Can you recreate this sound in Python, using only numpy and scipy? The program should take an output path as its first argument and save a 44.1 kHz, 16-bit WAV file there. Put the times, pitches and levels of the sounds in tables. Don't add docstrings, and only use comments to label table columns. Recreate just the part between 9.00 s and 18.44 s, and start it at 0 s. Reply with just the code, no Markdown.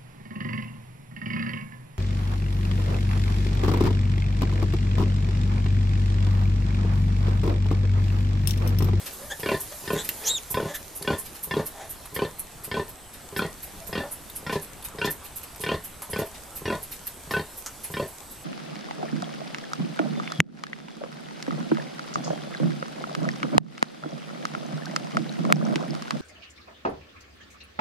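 import sys
import numpy as np
from scipy import signal
from scipy.fft import rfft, irfft
from scipy.io import wavfile
from scipy.ndimage import uniform_filter1d

SR = 44100
rng = np.random.default_rng(int(sys.argv[2]) if len(sys.argv) > 2 else 0)


def digitize_waveform(pressure):
    field = np.atleast_2d(pressure).T
    bounded = np.clip(field, -1, 1)
    quanta = np.round(bounded * 32767).astype(np.int16)
    wavfile.write(sys.argv[1], SR, quanta)


def voltage_ratio(level):
    return 10 ** (np.asarray(level, float) / 20)


N = 416304

# f/Hz, t60/s, then relative level/dB at the first flap,
# in mid-grunt and at the last flap
THROAT_MODES = [(84, 0.033, 4, -10.5, 0.5), (161, 0.087, -3.5, -6, 0), (227, 0.03, -2, 1, -1.5),
                (418.1, 0.08, 3.5, 2.5, 2.5), (567, 0.038, -8, -0.5, -4.5), (637, 0.054, -10.5, -5.5, -7.5),
                (1036, 0.044, -1.5, -2.5, -3.5), (1473, 0.076, -10, 1, -36), (1819, 0.033, 3.5, -9, 6),
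                (2228, 0.015, -3, -80, -62), (2394, 0.029, -6.5, 3.5, -36), (2776, 0.051, -10, -1, -19),
                (3250, 0.047, -8, -1.5, -14.5), (3610, 0.051, -9, -16, -3), (4314, 0.027, -18, -9, -2.5),
                (4820, 0.022, -9.5, -65, -20), (5213, 0.079, -10.5, -56, -37)]
OPENING = 260


def evened(x):
    return x / np.sqrt(np.mean(x ** 2) + 1e-20)


def read(points, hz):
    f, value = np.transpose(points)
    return np.interp(np.log(hz + 1), np.log(f + 1), value)


def add(mix, s, sound):
    part = mix[..., round(s * SR):][..., :sound.shape[-1]]
    part += sound[..., :part.shape[-1]]


def resonate(x, hz, width_hz):
    return signal.lfilter(*signal.iirpeak(hz, hz / width_hz, SR), x)


def coloured(x, points):
    hz = np.fft.rfftfreq(x.shape[-1], 1 / SR)
    return evened(irfft(rfft(x) * voltage_ratio(read(points, hz)), x.shape[-1]))


def flap(place, bright_db, chance):
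    t, ring = np.arange(6000) / SR, 0
    for k, ((hz, t60, *db), (detune, lift)) in enumerate(zip(THROAT_MODES, chance)):
        mode_db = np.interp(place, [0, .5, 1], db) + 2 * lift + bright_db * (hz > 1300)
        tone = np.sin(2 * np.pi * hz * (1 + 0.026 * detune) * t)
        ring = ring + (-1) ** k * voltage_ratio(mode_db - 60 * t / t60) * tone
    after = np.arange(4000)
    rush = np.exp(-after / 300) + voltage_ratio(-9) * np.exp(-after / 1500)
    air = rng.standard_normal((2, 4000)) * rush
    thinned = air[0] - 0.46 * uniform_filter1d(air[0], 30)
    strike = 0.87 * thinned / np.sqrt(300)
    slap = np.hanning(round(np.interp(place, [0, 1], [5, 22])) + 2)
    add(strike, 0, -slap / slap.sum())
    bulge = np.hanning(OPENING)
    sound = signal.fftconvolve(ring, np.append(0.5 * bulge / bulge.sum(), strike))
    rasp = resonate(resonate(air[1], 4200, 1470), 4200, 1470)
    add(sound, OPENING / SR, voltage_ratio(bright_db - 2) * rasp)
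    return sound


def sow():
    # first full flap t/s, last flap t/s, number of flaps
    grunts = [(.432, .543, 5), (.876, .958, 4), (1.543, 1.655, 5), (2.048, 2.13, 4), (2.51, 2.594, 4),
              (3.162, 3.248, 4), (3.714, 3.795, 4), (4.363, 4.448, 4), (4.928, 5.001, 4), (5.465, 5.556, 4),
              (5.985, 6.074, 4), (6.637, 6.742, 5), (7.132, 7.217, 4), (7.655, 7.747, 5), (8.309, 8.394, 4),
              (8.939, 9.025, 4)]
    # level/dB, first flap relative to the peak/dB, place of the peak (0-1),
    # brightness after the first flap/dB
    effort = [(-20, -11, 0.75, 4), (-19, -13.5, 0.44, -4.5), (-21.5, -5.5, 0.17, -7),
              (-17.5, -21, 0.38, -1.5), (-18.5, -9.5, 0.96, -5), (-22.5, -7, .66, 0),
              (-20.5, -8.5, 0.59, -1.5), (-22, -6, 0.45, 2), (-22, -7, 0.7, 2.5), (-19.5, -12, 0.9, 1.5),
              (-22, -11.5, .66, 5.5), (-22, -9, 0.85, 4.5), (-21.5, -7.5, 1, -2.5), (-22.5, -7, .7, -1.5),
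              (-22.5, -6.5, 0.7, 3), (-23, -8.5, 0.47, -3)]
    catch_s, catch_db = .038, -39.5
    last_db, dulling_db = -5.5, -9.5
    sigh_db, sigh_t60 = -24.5, 0.24
    out, t = np.zeros(N), np.arange(20000) / SR
    for (s, last_s, count), (effort_db, first_db, peak, bright_db) in zip(grunts, effort):
        chance = rng.standard_normal((6, len(THROAT_MODES), 2))
        catch = flap(1, -28, chance[-1])
        add(out, s - catch_s - OPENING / SR, voltage_ratio(catch_db) * catch)
        length = last_s - s
        breath = evened(resonate(rng.standard_normal(len(t)), 1020, 2800))
        fade_db = -60 * np.maximum(t - length, 0) / sigh_t60
        add(out, s, breath * np.minimum(t / length, 1) * voltage_ratio(effort_db + sigh_db + fade_db))
        for k in range(count):
            place = k / (count - 1)
            sound = flap(place, (k > 0) * (bright_db + dulling_db * place), chance[k])
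            swell_db = np.interp(place, [0, min(peak, .95), 1], [first_db, 0, last_db])
            add(out, s + place * length - OPENING / SR, voltage_ratio(effort_db + swell_db) * sound)
    return signal.sosfilt(signal.butter(2, 70, "high", fs=SR, output="sos"), out)


def smacks():
    # loud tick t/s, bright part level/dB, dull part level/dB, both before the envelope
    moments = [(0.0644, -37, -40), (0.133, -42, -58), (0.399, -41, -51), (.6075, -30, -65),
               (0.9317, -38, -57), (1.047, -38, -47), (1.5107, -28, -54), (1.752, -35, -63),
               (1.96, -35, -65), (2.1902, -31, -60), (2.258, -42, -48), (2.353, -43, -48.5),
               (2.436, -31.5, -54), (2.664, -33.5, -52), (2.903, -34.5, -61), (3.15, -36.5, -47.5),
               (3.395, -34.5, -66), (3.645, -35, -50), (3.89, -44, -58), (4.14, -46, -50),
               (4.3744, -35, -47), (4.6307, -38, -53), (4.876, -38, -68), (5.1203, -33, -70),
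               (5.361, -36, -57), (5.528, -43.5, -39.5), (5.624, -37, -61), (5.8495, -38, -50),
               (6.054, -41, -38), (6.109, -32.5, -56), (6.249, -42, -51.5), (6.366, -35, -56),
               (6.433, -45, -53), (6.6104, -34, -45), (6.846, -35, -52), (7.1078, -34.5, -52),
               (7.1916, -37, -44), (7.263, -46, -57), (7.35, -66, -47), (0.858, -51, -48),
               (7.5625, -33, -49), (7.8294, -39, -59), (7.9196, -36, -45), (8.069, -37, -51),
               (8.316, -39, -43), (8.577, -37, -58), (8.842, -33, -46), (8.916, -44, -60),
               (9.0818, -45, -62), (9.315, -42, -68)]
    # f/Hz, relative level/dB per Hz
    spectrum = [(3530, -53), (6000, -9.5), (6970, -11.5), (8380, -3), (9430, -2), (12200, 3), (14100, -11),
                (15000, -48)]
    out, t = np.zeros((2, N)), np.arange(-900, 3500) / SR
    crackle = .6 * np.clip(2 + 2 * t / 0.011, 0, 1)
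    fizz = .5 * voltage_ratio(-60 * t / .15) + voltage_ratio(-60 * abs(t) / .016)
    shape = np.where(t < 0, crackle, fizz)
    for s, bright_db, dull_db in moments:
        left, other, dull, draw, size = rng.standard_normal((5, len(t)))
        bright = np.array([left, 1.2 * left + 0.6 * other])
        bubbles = (draw > 2.4) * (0.14 + abs(size))
        grain = np.convolve(bubbles, np.hanning(50), "same") + 0.75
        ring_hz = 12400 * (1 + 0.11 * rng.standard_normal())
        hollow = bright + 1.6 * resonate(bright, ring_hz, 1800)
        spit = voltage_ratio(bright_db) * coloured(hollow, spectrum)
        spit = spit + voltage_ratio(dull_db) * evened(resonate(dull, 3640, 4000))
        add(out, s + t[0], spit * grain * shape)
    return out


def pops():
    # t/s, level/dB, low ring f/Hz, high ring f/Hz, t60 of the driving noise/s
    moments = [(1.09, -12, 2780, 13300, 0.036), (2.0249, -21, 4470, 10000, 0.034),
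               (3.056, -31, 1100, 10600, 0.063), (5.2987, -28.5, 3580, 13500, 0.035),
               (5.825, -33.5, 3460, 10200, 0.054), (5.885, -29.5, 1040, 7460, 0.02),
               (6.56, -31, 1130, 12200, 0.038), (7.0203, -25, 990, 11100, 0.12),
               (8.6612, -22.5, 1340, 6540, 0.091)]
    out, t = np.zeros(N), np.arange(3000) / SR
    for s, level_db, low_hz, high_hz, t60 in moments:
        burst = rng.standard_normal(len(t)) * voltage_ratio(-60 * t / t60)
        click = np.sin(2 * np.pi * 5000 * t) * np.exp(-t / 0.000089)
        rings = 1.2 * resonate(burst, low_hz, 330) + 1.36 * resonate(burst, high_hz, 1170)
        add(out, s, voltage_ratio(level_db) * (click + rings + 0.26 * burst))
    return out


def voiced(length, db, hz, bright_db):
    # f/Hz, width/Hz, relative level/dB
    snout = [(607, 570, 25.5), (1700, 480, 11.5), (3430, 740, 7), (6640, 2400, 3)]
    size = round(length * SR)
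    wobble = 1 + .6 * uniform_filter1d(rng.standard_normal(8000), 90)[:size]
    climb = 1 + .12 * np.linspace(-.5, .5, size)
    turns = np.cumsum(hz * climb * wobble) / SR
    pulses = np.diff(np.floor(turns), prepend=0)
    drive = evened(pulses) + .35 * rng.standard_normal(8000)[:size]
    voice = 0
    for f, width, gain_db in snout:
        formant = resonate(resonate(drive, f, width), f, width)
        voice = voice + voltage_ratio(gain_db + bright_db * (f > 1000)) * formant
    return voltage_ratio(db) * evened(voice) * np.sqrt(np.hanning(size))


def whines_and_tails():
    # t/s, length/s, level before the fades/dB, mid pitch f/Hz, brightness above 1 kHz/dB
    calls = [(0.186, 0.1, -45, 560, 4), (0.297, .04, -31.5, 1720, 7.5), (0.71, 0.037, -40.5, 599, 6),
             (0.928, .1, -38.5, 81.4, 16), (0.973, .056, -33, 3900, 32), (1.192, 0.15, -39, 458, 8),
             (1.659, 0.082, -38, 291.5, 9), (1.735, 0.04, -35, 600, 41), (2.716, 0.18, -44, 213, 6),
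             (2.795, 0.047, -42.5, 750, 9), (4.786, 0.075, -47.5, 663, -20),
             (5.022, 0.053, -36.5, 288, -16), (6.195, 0.079, -49, 1126, -15), (6.518, .07, -51, 690, -16),
             (7.44, .17, -54, 1310, -13)]
    out = np.zeros(N)
    for s, *call in calls:
        add(out, s, voiced(*call))
    return out


def squeal():
    # t/s, relative level/dB, pitch f/Hz, roughness (0-1), share of the octave (0-1)
    course = [(1.235, -32, 2255, 0.1, 0), (1.248, -37, 2800, 0.5, 0.88), (1.272, -19.5, 3250, 0.72, 0.85),
              (1.294, -20, 3480, 0.64, 0.8), (1.306, -20.5, 3700, 0.25, 0.52),
              (1.332, -29, 3840, 0.14, 0.6), (1.359, -24, 3680, 0.02, 0.4), (1.379, -27, 3300, 0, 0.74),
              (1.396, -48, 1740, 0.2, 0)]
    s, *columns = np.transpose(course)
    t = np.arange(s[0], s[-1], 1 / SR)
    db, hz, rough, octave = (np.interp(t, s, np.array(c)) for c in columns)
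    shake = evened(uniform_filter1d(rng.standard_normal(9000), 40))[:len(t)]
    turn = 2 * np.pi * np.cumsum(hz * (1 + (.012 + .08 * rough) * shake)) / SR
    upper = rough * (.2 * np.sin(3 * turn) + .45 * np.sin(4 * turn))
    tone = (1 - octave) * np.sin(turn) + octave * (np.sin(2 * turn) + upper)
    chop = 1 + 0.37 * rough * np.cos(2 * np.pi * 420 * t + 2.8 * shake)
    hoarse = 0.32 * rough * rng.standard_normal(9000)[:len(t)]
    mouth = resonate((tone + hoarse) * chop, 4110, 260)
    voice = 0.55 * tone * chop + 1.6 * mouth
    return s[0], voltage_ratio(db) * 2 * voice * signal.windows.tukey(len(t), .1)


def walls(x):
    # f/Hz, t60/s
    decay = [(150, 0.078), (1000, 0.21), (4000, 0.099), (12000, 0.061)]
    taps = np.zeros((2, SR // 2))
    at = np.arange(160, SR // 2 - 20, 20)
    sign = rng.choice([-1., 1.], (2, len(at)))
    taps[[[0], [1]], at + rng.integers(0, 20, (2, len(at)))] = sign
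    hz, t, z = signal.stft(taps, SR, nperseg=256)
    z[1] = z[1] + (z[0] - z[1]) / (1 + (hz[:, None] / 2500) ** 2)
    tail = signal.istft(z * voltage_ratio(-60 * t / read(decay, hz)[:, None]), SR, nperseg=256)[1]
    return signal.fftconvolve(x[None], tail / np.linalg.norm(tail[0]), axes=1)[:, :N]


def ticks():
    hit = rng.random((2, N)) < 60 / SR
    size = voltage_ratio(7 * np.minimum(rng.exponential(1, (2, N)), 4)) * hit
    tick = rng.standard_normal(400) * np.exp(-np.arange(400) / 70)
    clicks = signal.oaconvolve(size, tick[None], axes=1)[:, :N]
    return voltage_ratio(-59) * evened(resonate(clicks, 5600, 6000))


def sty():
    # f/Hz, relative level/dB per Hz
    spectrum = [(12, -32), (20, 10.5), (72, 1), (457, -6), (841, -6), (2160, -13), (5690, -15.5),
                (7300, -14), (7930, -16.5), (8860, -12.5), (11700, -11.5), (13800, -14), (15000, -64)]
    # t/s, low air level/dB, treble level/dB (both taken about their mean), insect level/dB
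    drift = [(0.0, -46.5, -38.5, -51), (0.31, -50.5, -38, -63), (1.21, -47, -34.5, -61),
             (1.5, -50, -40.5, -69), (4.07, -50, -46.5, -54.5), (4.78, -49.5, -42, -60),
             (5.89, -49, -46, -56), (8.75, -50.5, -42, -56.5), (9.44, -50.5, -44.5, -52)]
    # f/Hz, share (0-1)
    likeness = [(30, 1), (100, 0.73), (1000, 0.65), (4000, 0.82), (8000, 0.26), (14000, 0.055)]
    frames, hz = N // 256 + 5, np.fft.rfftfreq(1024, 1 / SR)[:, None]
    a, b, c, d, patches = rng.standard_normal((frames, 513, 5)).T
    patches = evened(uniform_filter1d(uniform_filter1d(patches, 10, 0), 12, 1))
    s, *columns = np.transpose(drift)
    frame_s = (np.arange(frames) - 2) * 256 / SR
    low_db, high_db, insect_db = (np.interp(frame_s, s, column) for column in columns)
    low = 1 / (1 + (hz / 4000) ** 4)
    swing_db = low * (hz > 120) * (low_db - low_db.mean()) + (1 - low) * (high_db - high_db.mean())
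    air = voltage_ratio(read(spectrum, hz) + swing_db + 1.6 * patches)
    air *= voltage_ratio(-43.5) / np.sqrt(np.mean(air ** 2))
    band = np.exp(-((hz - 8050) / 330) ** 2)
    insect = voltage_ratio(insect_db) * band / np.sqrt(np.mean(band ** 2))
    same, left = np.clip(read(likeness, hz), -1, 1), a + 1j * b
    right = same * left + np.sqrt(1 - same ** 2) * (c + 1j * d)
    z = np.array([left, right]) * np.hypot(air, insect)
    unit = np.std(signal.istft(left, nperseg=1024, noverlap=768)[1])
    return signal.istft(z, nperseg=1024, noverlap=768)[1][:, :N] / unit


def scene():
    voices = sow() + pops() + whines_and_tails()
    add(voices, *squeal())
    wet = smacks()
    echo = voltage_ratio(-8) * walls(voices) + voltage_ratio(6.5) * walls(wet.mean(0))
    return voices + wet + echo + sty() + ticks()


def top_cut(x):
    return signal.sosfilt(signal.butter(12, 15230, fs=SR, output="sos"), x)


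def record(dry):
    hz = np.fft.rfftfreq(N, 1 / SR)
    lean_db = 1.0 / (1 + (6500 / (hz + 1)) ** 4) * np.array([[-1], [1]])
    edge_db = -np.clip((hz - 14250) / 25, 0, 45)
    mix = irfft(rfft(dry) * voltage_ratio(lean_db + edge_db), N)
    return top_cut(mix)


dry = scene()
out = record(dry)
digitize_waveform(out)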